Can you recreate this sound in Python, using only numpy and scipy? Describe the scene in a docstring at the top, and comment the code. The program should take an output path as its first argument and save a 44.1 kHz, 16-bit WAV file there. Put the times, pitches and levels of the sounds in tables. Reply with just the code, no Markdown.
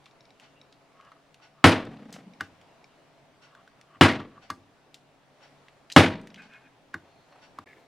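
"""Punching leather on a workbench

A wooden mallet drives a steel punch through leather three times, exciting the modes of punch and bench
and overloading a close microphone. Between blows the punch slides and ticks on the paper pattern and
pops out of its holes, while a fan hums and a wall clock ticks in the small room. Near the end, after
a short silence, a knife starts to scrape."""
import sys
import numpy as np
from scipy import signal
from scipy.fft import rfft, irfft, next_fast_len
from scipy.io import wavfile
from scipy.ndimage import uniform_filter1d, map_coordinates

SR = 44100
rng = np.random.default_rng(int(sys.argv[2]) if len(sys.argv) > 2 else 0)


def store_wav(level_fs):
    """Save 16-bit WAV to argv[1]."""
    pcm = np.round(np.clip(np.atleast_2d(level_fs), -1, 1) * 32767)
    wavfile.write(sys.argv[1], SR, pcm.T.astype(np.int16))


N = 347057

# Mallet blows. Each row: time in seconds, level in dB, bench gain in dB, crash tilt in dB per octave,
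# rattle gain in dB.
BLOWS = [(1.641, 0.5, -4, -0.5, 6), (4.01, -2, -3, 0, 1.5), (5.962, 0.5, -2.5, 0, 5)]
# Reflections from bench, hands and wall. Each row: delay in seconds, gain in dB.
ECHOES = [(.003, -1), (.0056, -2), (.0085, -5.5)]
def blows():
    """Superposition: one impact excites punch, tools and bench; the strike returns as early echoes."""
    out, t = np.zeros((2, N)), np.arange(SR) / SR
    for s, db, bench_db, tilt_db, rattle_db in BLOWS:
        strike = punch_strike(t)
        blow = strike + crash(t, tilt_db) + rattle(t, rattle_db) + bench_top(t, bench_db)
        add(out, amp(db) * blow, s + 0.00027)
        for delay, echo_db in ECHOES:
            add(out, amp(db + echo_db) * strike[None], s + delay)
    return out


# Modes of the struck punch. Each row: frequency in Hz, level in dB, T60 (time to fall 60 dB) in seconds.
PUNCH_MODES = [(1302, -2.5, 0.037), (1750, -5, 0.014), (2124, -8.5, 0.044), (2893, -3, 0.045),
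               (3250, -3.5, 0.023)]
def punch_strike(t):
    """Impulsive excitation: a pressure front pushes and rebounds, then the steel rings."""
    u = t / .00009
    front = 3.5 * u ** 2 * (1 - .3 * u) * np.exp(-u)
    return front + amp(-5) * ring(PUNCH_MODES, t, scatter_db=1.4, attack_s=0.0025)


# Spectrum of all that shakes in a blow. Each row: frequency in Hz, relative level in dB.
CRASH_SPECTRUM = [(90, -31.5), (140, -12), (320, -10), (545, -10.5), (800, -6), (950, -9.5), (1300, -7.5),
                  (2000, -9.5), (3200, -15), (4500, -22), (7000, -29.5), (9300, -34), (12000, -43),
                  (15900, -54.5)]
# Its decay. Each row: frequency in Hz, T60 in seconds.
CRASH_T60 = [(150, 0.84), (500, .33), (1500, 0.32), (4000, 0.33), (10000, 0.21), (16000, 0.16)]
def crash(t, tilt_db):
    """Modal overlap: the many resonances of tools and walls merge into decaying noise."""
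    colour_db = lambda hz: along(CRASH_SPECTRUM, hz) + tilt_db * np.log2(hz / 1500)
    noise = decaying_noise(CRASH_T60, colour_db, seconds=1)[:, :SR]
    near_clatter = 1 + amp(-3.5 - 60 * t / 0.017)  # dies first
    grain = amp(2.5 * wobble(160, count=SR) * rise(t, 0.036))
    return amp(20.5) * noise * rise(t, 0.0003) ** 2 * near_clatter * grain


# Resonances of loose tools. Each row: frequency in Hz, bandwidth in Hz, gain in dB.
TOOL_BANDS = [(4840, 1100, 3.5), (9200, 2200, 1.5), (13500, 6100, -7)]
def rattle(t, db):
    """Secondary impacts: jolted tools land in clumps, heard as uneven bright noise."""
    landings = rng.standard_normal((2, SR)) * amp(1.4 * wobble(110, count=SR) - 60 * t / .22)
    bright = filtered(landings * rise(t, 0.013), lambda hz: resonances(TOOL_BANDS)(hz) ** 2)
    return amp(db - 25.5) * stereo(bright, NEAR_COHERENCE)


# Modes of the bench top, and its lowest pair. 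Each row: frequency in Hz, level in dB, T60 in seconds.
BENCH_MODES = [(136, -7, 0.083), (162, -3.5, 0.092), (288, -4.5, 0.067), (169, -17, 0.36), (211.2, -16, .5),
               (255.7, -8.5, 0.37), (278, -3, 0.2), (297.7, -11.5, 0.43), (335.5, -5.5, 0.29),
               (436, -18, 0.13), (433, -16, 0.24), (503, -17.5, .35), (633, -15, 0.42), (801, -14, 0.33),
               (956, -18.5, 0.42), (1099, -17, .3)]
BOOM_MODES = [(92.5, -9, .24), (99.5, -9, .24)]
def bench_top(t, db):
    """Plate vibration: the wood rings while its two lowest modes swell in and beat."""
    first_swings = 1 + amp(-3.5 - 60 * t / 0.029)  # soon damped by the hand
    wood = amp(db - 5) * ring(BENCH_MODES, t, scatter_db=0.89, attack_s=0.0023) * first_swings
    return wood + amp(db - 1) * ring(BOOM_MODES, t, scatter_db=0.79, attack_s=0.02)


# Modes of the bench on its legs. Each row: frequency in Hz, level in dB, T60 in seconds.
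LEG_MODES = [(30, -52, 1), (34.2, -51.5, 1)]
def bench_sway():
    """Beating: two slow modes of nearly equal frequency interfere after each blow."""
    out, t = np.zeros(N), np.arange(SR) / SR
    for s, db, *_ in BLOWS:
        add(out, amp(db) * ring(LEG_MODES, t, scatter_db=0.94, attack_s=0.0065), s)
    return out


# The punch taps, bounces or pops free. Each row: time in seconds, level in dB, pop pitch in Hz,
# crack gain in dB, thud gain in dB, damping factor (1 is free).
KNOCKS = [(0.0651, -45, 1190, -6.5, -22, 1.5), (1.0004, -41.5, 1180, -9, -20, 0.59),
          (1.1178, -38.5, 1280, 0, -25, 0.48), (1.1652, -48, 1210, -6, -12.5, 1),
          (1.4004, -47.5, 1200, 2, -4.5, 1), (2.408, -14, 1530, -5, -10.5, 0.57),
          (3.5503, -38, 1500, 1, -16.5, 1), (3.5893, -45, 1150, -12, -11, 1.5),
          (3.6761, -41, 1502, 2.5, -16, 1), (3.9578, -46.5, 1944, -4.5, 6, 1.5),
          (4.0983, -15.5, 1870, -14.5, -3.5, 0.37), (4.124, -20, 2070, -8, -1, 1),
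          (4.2019, -28, 1300, -10, 6, 0.3), (4.2566, -42.5, 1160, -12, -8, 1.3),
          (4.379, -40, 1140, -15, -3.5, 0.55), (4.5017, -18, 1142, 1.5, -6.5, 0.43),
          (6.942, -17, 1565, -9.5, -7, .7), (7.5865, -24, 1123, -6.5, -6.5, 0.88)]
# Modes of the hollow punch. Each row: frequency in Hz, level in dB, T60 in seconds.
TUBE_MODES = [(830, -6, .03), (1125, 0, .025), (1175, -3, .035), (1280, -4, .025), (1510, -2, .025),
              (1640, 0, .02), (1870, -3, .025), (2100, -4, .025), (2870, -4, .02), (3700, -3, .02)]
def punch_knocks():
    """Resonance: a hollow pop excites the tube modes near its pitch, with a crack and a bench thud."""
    out, t = np.zeros(N), np.arange(SR // 4) / SR
    for s, db, pop_hz, crack_db, thud_db, damping in KNOCKS:
        pop = (t / 0.0008) ** 1.2 * np.exp(-t / 0.001) * np.sin(2 * np.pi * pop_hz * t)
        snap = (amp(-60 * t / 0.024) + amp(-21 - 60 * t / 0.043)) * rise(t, 0.00017)
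        cutoff_hz = 30000 * amp(.45 * db)  # softer knocks are duller
        crack = filtered(snap * rng.standard_normal(len(t)),
                         lambda hz: band(2500, 5000)(hz) ** 2 / (1 + 1j * hz / cutoff_hz))
        thud = ring(BOOM_MODES + BENCH_MODES, t, scatter_db=2, attack_s=0.013)
        thud *= amp(thud_db - 60 * t / 0.14)  # damped by the resting hand
        slip = filtered(rng.standard_normal(400), lambda hz: band(pop_hz, 2500)(hz) ** 3)
        slip *= amp(db - 19.5 + 60 * (t[:400] - t[400]) / 0.041)
        add(out, slip, s - t[400])  # the leather slips just before it lets go
        modes = [(hz, level - 7 * np.log2(hz / pop_hz) ** 2, t60 / damping)
                 for hz, level, t60 in TUBE_MODES]
        tube = ring(modes, t, scatter_db=2, attack_s=.0015)
        add(out, amp(db - 7) * (amp(7.5) * pop + amp(-7) * tube + amp(crack_db) * crack + thud), s)
    return out


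# The punch shifts in the fingers. Each row: time in seconds, level in dB, tilt in dB per octave.
TICKS = [(0.1107, -47, 1), (0.207, -43, -1), (0.2536, -46.5, -3), (0.305, -43.5, -7), (0.614, -40, -2),
         (2.3354, -43.5, -9), (2.8421, -40.5, -6), (6.303, -44.5, -6)]
# Modes of the free shaft. Each row: frequency in Hz, level in dB, T60 in seconds.
SHAFT_MODES = [(2320, 0.5, 0.045), (3840, 7.5, 0.036), (4530, 5, 0.02), (5460, 1, 0.081), (6040, 0, 0.043)]
def shaft_ticks(grip_damping=3):
    """Damped vibration: the fingers absorb energy, so the steel shaft rings only briefly."""
    out, t = np.zeros(N), np.arange(SR // 10) / SR
    middle_lift_db = lambda hz: 2 * np.exp(-(np.log2(hz / 4000) / .3) ** 2)
    for s, db, tilt_db in TICKS:
        modes = [(hz, level + tilt_db * np.log2(hz / 3800) + middle_lift_db(hz), t60 / grip_damping)
                 for hz, level, t60 in SHAFT_MODES]
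        burst = amp(8.5 - 60 * t / 0.012) * rng.standard_normal(len(t))
        snap = filtered(burst, lambda hz: band(4300, 3200)(hz) ** 3)
        add(out, amp(db - 11.5) * (ring(modes, t, scatter_db=2.8, attack_s=0.00074) + snap), s)
    return out


# Touches of punch tip, paper and mallet face. Each row: time in seconds, level in dB, centre in Hz,
# upper band gain in dB, hiss T60 in seconds.
CLICKS = [(0.0423, -52, 2340, -10, .045), (0.0578, -43, 2750, -20, 0.1), (0.398, -42, 2270, -8.5, 0.18),
          (0.7248, -47, 3300, -16, .12), (1.0105, -48, 2010, -15, .045), (1.0494, -52, 2530, -9, .045),
          (1.3433, -41.5, 2364, -8, .06), (1.8517, -46, 2290, 0, .03), (1.9714, -52, 2740, -26, .045),
          (2.0223, -58, 2200, -18, .045), (2.0544, -56, 2120, -16, 0.049), (2.1051, -52, 3890, -6, .03),
          (2.1266, -34.5, 3490, 21.5, 0.18), (2.1394, -36.5, 2270, -7, 0.111),
          (2.1924, -47, 1880, -18, .04), (2.6135, -47, 2290, -8, .06), (3.8127, -43, 2403, -8, 0.022),
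          (4.9432, -35.5, 2800, 0, 0.085), (5.6835, -41.5, 2412, -23, 0.055), (5.9, -32.5, 2365, -14, .045),
          (5.9069, -41.5, 2990, -15.5, .045), (5.9114, -39.5, 2310, -15.5, .045),
          (5.9180, -29, 2490, -8.5, .03), (5.9229, -25, 4105, -10, .04), (5.9344, -39, 3000, 16.5, 0.028),
          (6.2140, -51, 4000, 16, .03), (6.2721, -37.5, 2030, -5.5, .063),
          (6.3435, -36, 2570, -12.5, 0.058), (6.3594, -40, 2518, -21, 0.13),
          (6.4208, -43.5, 2480, -12, .045), (6.536, -43.5, 2700, -15, .05)]
def contact_clicks():
    """Brief contact has a broad spectrum: a tick in two wide bands, with a papery after-hiss."""
    out, t = np.zeros(N), np.arange(SR // 6) / SR
    paper_lowpass = lambda f: 1 / (1 + 1j * f / 9000) ** 2
    for s, db, hz, upper_db, t60 in CLICKS:
        burst = rng.standard_normal(len(t)) * (amp(-60 * t / 0.013) + amp(-7.5 - 60 * t / t60))
        lower, upper = band(hz, 0.99 * hz), band(5300, 9000)
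        tick = filtered(burst, lambda f: (lower(f) ** 3 - amp(upper_db) * upper(f) ** 3) * paper_lowpass(f))
        add(out, amp(db) * tick / np.abs(tick).max(), s)
    return out


# Loose things rock after a blow, and paper shifts. Each row: start and length in seconds, level in dB,
# drift in dB per second.
ROCKING = [(1.85, 0.49, -47.5, -20.5), (4.22, .15, -57, -150), (6.15, 0.66, -47, -70)]
PAPER_SHIFTS = [(1.9, 0.31, -56.5, -5), (4.43, 0.027, -69, 0), (5.41, 0.053, -60, 0), (6.23, .4, -65, -4.5),
                (7.05, 0.046, -64.5, -64), (7.31, 0.071, -58, -65)]
# Resonances of the rocking things. Each row: frequency in Hz, bandwidth in Hz, gain in dB.
ROCKING_BANDS = [(159.4, 62, -4), (213.4, 74, -1), (276, 43, -1.5), (481, 130, -8.5)]
# Rustle of the paper. Each row: frequency in Hz, relative level in dB.
PAPER_SPECTRUM = [(290, -48), (500, -6), (796, -4), (1030, -12), (1140, -9), (2740, -16.5), (12000, -46.5),
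                  (15600, -64), (22000, -120)]
def tools_and_paper(contacts_per_s=40, depth_db=5):
    """Amplitude modulation: repeated contacts pulse the hum of rocking tools and the rustle of paper."""
    hum = friction(lambda hz: resonances(ROCKING_BANDS)(hz) ** 2, rate=25, rough_db=1.5)
    contacts = np.cumsum(contacts_per_s * (1 + .25 * wobble(12))) / SR
    bumps = amp(depth_db * np.cos(2 * np.pi * contacts))
    rustle = friction(lambda hz: amp(along(PAPER_SPECTRUM, hz)), rate=87, rough_db=3.5)
    return (strokes(ROCKING, attack_s=.01, release_s=0.23) * unit(bumps * hum)
            + strokes(PAPER_SHIFTS, attack_s=0.047, release_s=.1) * unit(bumps * rustle))


# The punch slides over the work. Each row: start and length in seconds, level in dB.
SLIDES = [(0.973, 0.12, -62), (1.64, .025, -57), (3.454, 0.16, -67), (3.934, .04, -57.5),
          (4.341, 0.043, -61)]
# Resonances of the sliding tube. 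Each row: frequency in Hz, bandwidth in Hz, gain in dB.
RASP_BANDS = [(1110, 78, -1.5), (1270, 140, -4.5), (1650, 200, -11.5), (2940, 400, -18)]
def punch_slides(swell_db_per_s=44):
    """Sliding friction drives the tube's resonances, louder as each stroke goes on."""
    gain = strokes([(*row, swell_db_per_s) for row in SLIDES], attack_s=0.16, release_s=.03)
    return gain * scrape(RASP_BANDS, rate=100, rough_db=2.5)


# One twist of the punch: start and length in seconds, level in dB, drift in dB per second.
TWIST = (6.38, .29, -61, -3)
# Resonances of its creak. Each row: frequency in Hz, bandwidth in Hz, gain in dB.
CREAK_BANDS = [(1590, 140, -4), (2186, 14, -1), (2475, 60, -3.5)]
def punch_twist():
    """Uneven friction: the punch creaks as it turns in the leather."""
    return strokes([TWIST], attack_s=0.025, release_s=0.051) * scrape(CREAK_BANDS, rate=18, rough_db=6)


# Knife strokes. 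Each row: start and length in seconds, level in dB.
CUTS = [(7.667, 0.066, -57.5), (7.774, 0.015, -58.5), (7.796, 0.065, -69.5)]
# Resonances of the blade. Each row: frequency in Hz, bandwidth in Hz, gain in dB.
BLADE_BANDS = [(1710, 60, 2), (2174, 234, -2), (2810, 30, -10), (3545, 32, -12)]
def knife():
    """Forced vibration: scraping drives the blade and a low resonance of the mat under it."""
    cuts = [(*row, 0) for row in CUTS]
    blade = scrape(BLADE_BANDS, rate=200, rough_db=5.5)
    mat = amp(-5.5) * friction(band(400, 180), rate=60, rough_db=1.1)
    return (strokes(cuts, attack_s=0.018, release_s=0.028) * blade
            + strokes(cuts, attack_s=.05, release_s=0.14) * mat)


# Resonances of the clock case. Each row: frequency in Hz, bandwidth in Hz, gain in dB.
CASE_BANDS = [(860.3, 27, -7), (1460, 32, 3), (2000, 29, -10), (2700, 65, -1), (3000, 59, -7.5),
              (4630, 63, -5), (5500, 290, -5)]
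def clock():
    """Case resonance: once a second a stepping motor whirrs briefly, heard mostly off the walls."""
    second, t = np.divmod(np.arange(N) / SR - .41, 1)
    step = rise(t, 0.0188) ** 2 * amp(-60 * t / .2)
    noise = rng.standard_normal((2, N))
    case = lambda hz: resonances(CASE_BANDS[:-1])(hz) + amp(-12.5) * band(1800, 4000)(hz)
    body = filtered(noise, lambda hz: case(hz) / (1 + (hz / 7000) ** 4))
    top = filtered(noise, lambda hz: resonances(CASE_BANDS[-1:])(hz) ** 2)
    top *= amp(1.5 - 7 * (second % 2 == 0))  # every other tick is duller
    return amp(-44) * step * stereo(unit(body + top), FAR_COHERENCE)


# Decay of the room. Each row: frequency in Hz, T60 in seconds.
ROOM_T60 = [(150, 0.89), (1000, 0.15), (4000, 0.2), (12000, 0.28)]
def room(x):
    """Reverberation by convolution: the response changes every half second, as hands and tools move."""
    out, hop = np.zeros((2, N)), SR // 2
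    for start in range(0, N, hop):
        tail = decaying_noise(ROOM_T60, np.zeros_like, seconds=.45)
        add(out, signal.fftconvolve(x[None, start:start + hop], tail, axes=1), start / SR + 0.005)
    return out


# Faint coloured hiss. Each row: start and length in seconds, level in dB, centre in Hz.
WHISTLES = [(.36, .25, -75, 2780), (2.7, .3, -77, 2780), (7.04, .3, -78, 4230)]
def whistles():
    """Narrow-band noise has a faint pitch; it comes and goes barely over the room tone."""
    responses = lambda f: np.array([band(hz, 220)(f) ** 2 for *_, hz in WHISTLES])
    noises = friction(responses, rate=40, rough_db=4)
    return sum(strokes([(s, length, db, 0)], attack_s=0.13, release_s=0.17) * noise
               for (s, length, db, _), noise in zip(WHISTLES, noises))


# Colour of the room tone. Each row: frequency in Hz, relative level in dB.
AIR_SPECTRUM = [(20, -13), (45, -12), (75, -14.5), (105, -8.5), (145, -4.5), (215, -7), (269, -4.5),
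                (336, -7), (430, -7.5), (676, -4.5), (900, -7.5), (1250, -11.5), (2300, -15.5),
                (4000, -20.5), (7000, -28.5), (10000, -32.5), (13000, -37.5), (16000, -40.5)]
# Its course. Each row: time in seconds, level in dB.
AIR_LEVELS = [(0, -60.5), (1.5, -62), (2.6, -59), (3.3, -61), (4.7, -61.5), (5.3, -62), (5.5, -58),
              (5.9, -61), (6.8, -61), (7.6, -59), (7.87, -61)]
def room_tone():
    """Ambient noise: a broad spectrum whose level varies in soft patches of time and frequency."""
    spectra = signal.stft(rng.standard_normal((2, N)), nperseg=512)[2]
    patches = uniform_filter1d(rng.standard_normal(spectra.shape[1:]), size=6, axis=0)
    patches = uniform_filter1d(patches, size=14, axis=1)
    noise = signal.istft(spectra * amp(1.1 * unit(patches)), nperseg=512)[1][:, :N]
    tone = unit(stereo(filtered(noise, lambda hz: amp(along(AIR_SPECTRUM, hz))), FAR_COHERENCE))
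    return amp(np.interp(np.arange(N) / SR, *np.transpose(AIR_LEVELS))) * tone


# Blade tones of the fan. Each row: frequency in Hz, level in dB.
FAN_TONES = [(140.0, -73.5), (279.9, -76), (414.5, -78.5), (554.5, -84), (672.9, -73.5)]
def fan():
    """Rotating blades radiate tones, unsteady in amplitude and phase."""
    t = np.arange(N) / SR
    return sum(amp(db + 2 + 3 * wobble(12)) * np.sin(2 * np.pi * hz * t + 2.2 * wobble(14))
               for hz, db in FAN_TONES)


def microphone_hiss():
    """Self-noise: the microphone ports add a steady high hiss."""
    return amp(-85) * filtered(rng.standard_normal((2, N)), lambda hz: hz / (hz + 6000))


# Likeness of left and right, for near and for far sound. Each row: frequency in Hz, correlation.
NEAR_COHERENCE = [(100, .998), (1000, .992), (2500, .95), (5000, .87), (10000, .65), (16000, .4)]
FAR_COHERENCE = [(60, 0.56), (180, 0.61), (550, 0.83), (1650, 0.53), (4970, 0.35), (15000, -0.82)]
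def stereo(pair, coherence):
    """Mid-side mixing gives two independent signals a set correlation."""
    angle = lambda hz: np.arccos(np.clip(along(coherence, hz), -1, 1)) / 2
    mid, side = filtered(pair, lambda hz: np.array([np.cos(angle(hz)), np.sin(angle(hz))]))
    return np.array([mid + side, mid - side])


def decaying_noise(t60s, colour_db, seconds):
    """Frequency-dependent damping of stereo noise, scaled to unit energy on the left."""
    hz, t, spectra = signal.stft(rng.standard_normal((2, int(seconds * SR))), SR, nperseg=128)
    gain = amp(colour_db(hz + 20)[:, None] - 60 * t / along(t60s, hz)[:, None])
    tail = stereo(signal.istft(spectra * gain, SR, nperseg=128)[1], NEAR_COHERENCE)
    return tail / np.linalg.norm(tail[0])


def ring(modes, t, scatter_db, attack_s):
    """Free vibration: a sum of damped sinusoids, at slightly new strengths each time."""
    return rise(t, attack_s) * sum(
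        amp(db + rng.normal(0, scatter_db) - 60 * t / t60) * np.sin(2 * np.pi * hz * t)
        for hz, db, t60 in modes)


def friction(response, rate, rough_db):
    """Source and filter: uneven noise through a body's response, at unit rms."""
    return unit(filtered(rng.standard_normal(N) * amp(rough_db * wobble(rate)), response))


def scrape(bands, rate, rough_db):
    """Friction noise through resonances, rolled off above 6 kHz."""
    return friction(lambda hz: resonances(bands)(hz) / (1 + (hz / 6000) ** 2), rate, rough_db)


def strokes(rows, attack_s, release_s):
    """Envelope of (start, length, dB, drift) gestures; attack and release each span 30 dB."""
    t = np.arange(N) / SR
    return sum(amp(db + drift * np.clip(t - s, 0, length) - 30 * np.maximum(s - t, 0) / attack_s
                   - 30 * np.maximum(t - s - length, 0) / release_s) for s, length, db, drift in rows)


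def resonances(bands):
    """Response of parallel second-order resonators of alternating sign."""
    return lambda f: sum((-1) ** k * amp(db) * 1j * f * width / (hz * hz - f * f + 1j * f * width)
                         for k, (hz, width, db) in enumerate(bands))


def band(hz, width_hz):
    return resonances([(hz, width_hz, 0)])


def filtered(x, response):
    """Linear filtering: the spectrum of x times a frequency response."""
    n = x.shape[-1]
    padded = next_fast_len(n + 8192)
    return irfft(rfft(x, padded) * response(np.fft.rfftfreq(padded, 1 / SR)), padded)[..., :n]


def along(points, hz):
    """Interpolates (Hz, value) points on a log axis."""
    freqs, values = np.transpose(points)
    return np.interp(np.log(hz + 1), np.log(freqs + 1), values)


def wobble(rate, count=N):
    """A smooth random curve with rate knots a second."""
    knots = rng.standard_normal(int(count * rate / SR) + 4)
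    return map_coordinates(knots, [np.arange(count) * rate / SR])


def rise(t, time_constant):
    return 1 - np.exp(-t / time_constant)


def amp(db):
    return 10 ** (np.asarray(db) / 20)


def unit(x):
    return x / np.sqrt(np.mean(x ** 2) + 1e-20)


def add(track, sound, s):
    """Mixes a sound in at s seconds."""
    part = track[..., round(s * SR):][..., :sound.shape[-1]]
    part += sound[..., :part.shape[-1]]


def scene():
    """Superposition of bench work and background, the left channel slightly louder than the right."""
    handling = (punch_knocks() + shaft_ticks() + contact_clicks() + tools_and_paper()
                + punch_slides() + punch_twist() + knife() + whistles())
    work = handling + amp(-12.5) * room(handling) + blows()
    low_cut = lambda hz: (band(90, 85)(hz) * 1j * hz / 85) ** 3  # the microphone cuts the work's deep bass
    mix = filtered(work, low_cut) + bench_sway() + clock() + room_tone() + fan() + microphone_hiss()
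    return mix * amp([[.35], [-.35]])


def record(dry, top_hz=16050):
    """Saturation and band limiting: the sound drops out briefly, clips at full scale and is low-passed."""
    t = np.arange(N) / SR
    silence_from_s, silence_to_s = 7.644, 7.658
    gated = dry * np.clip(np.maximum(silence_from_s - t, t - silence_to_s) / 0.0025, amp(-48), 1)
    clipped = gated / (1 + np.abs(gated) ** 12) ** (1 / 12)
    return filtered(clipped, lambda hz: hz < top_hz)


dry = scene()
out = record(dry)
store_wav(out)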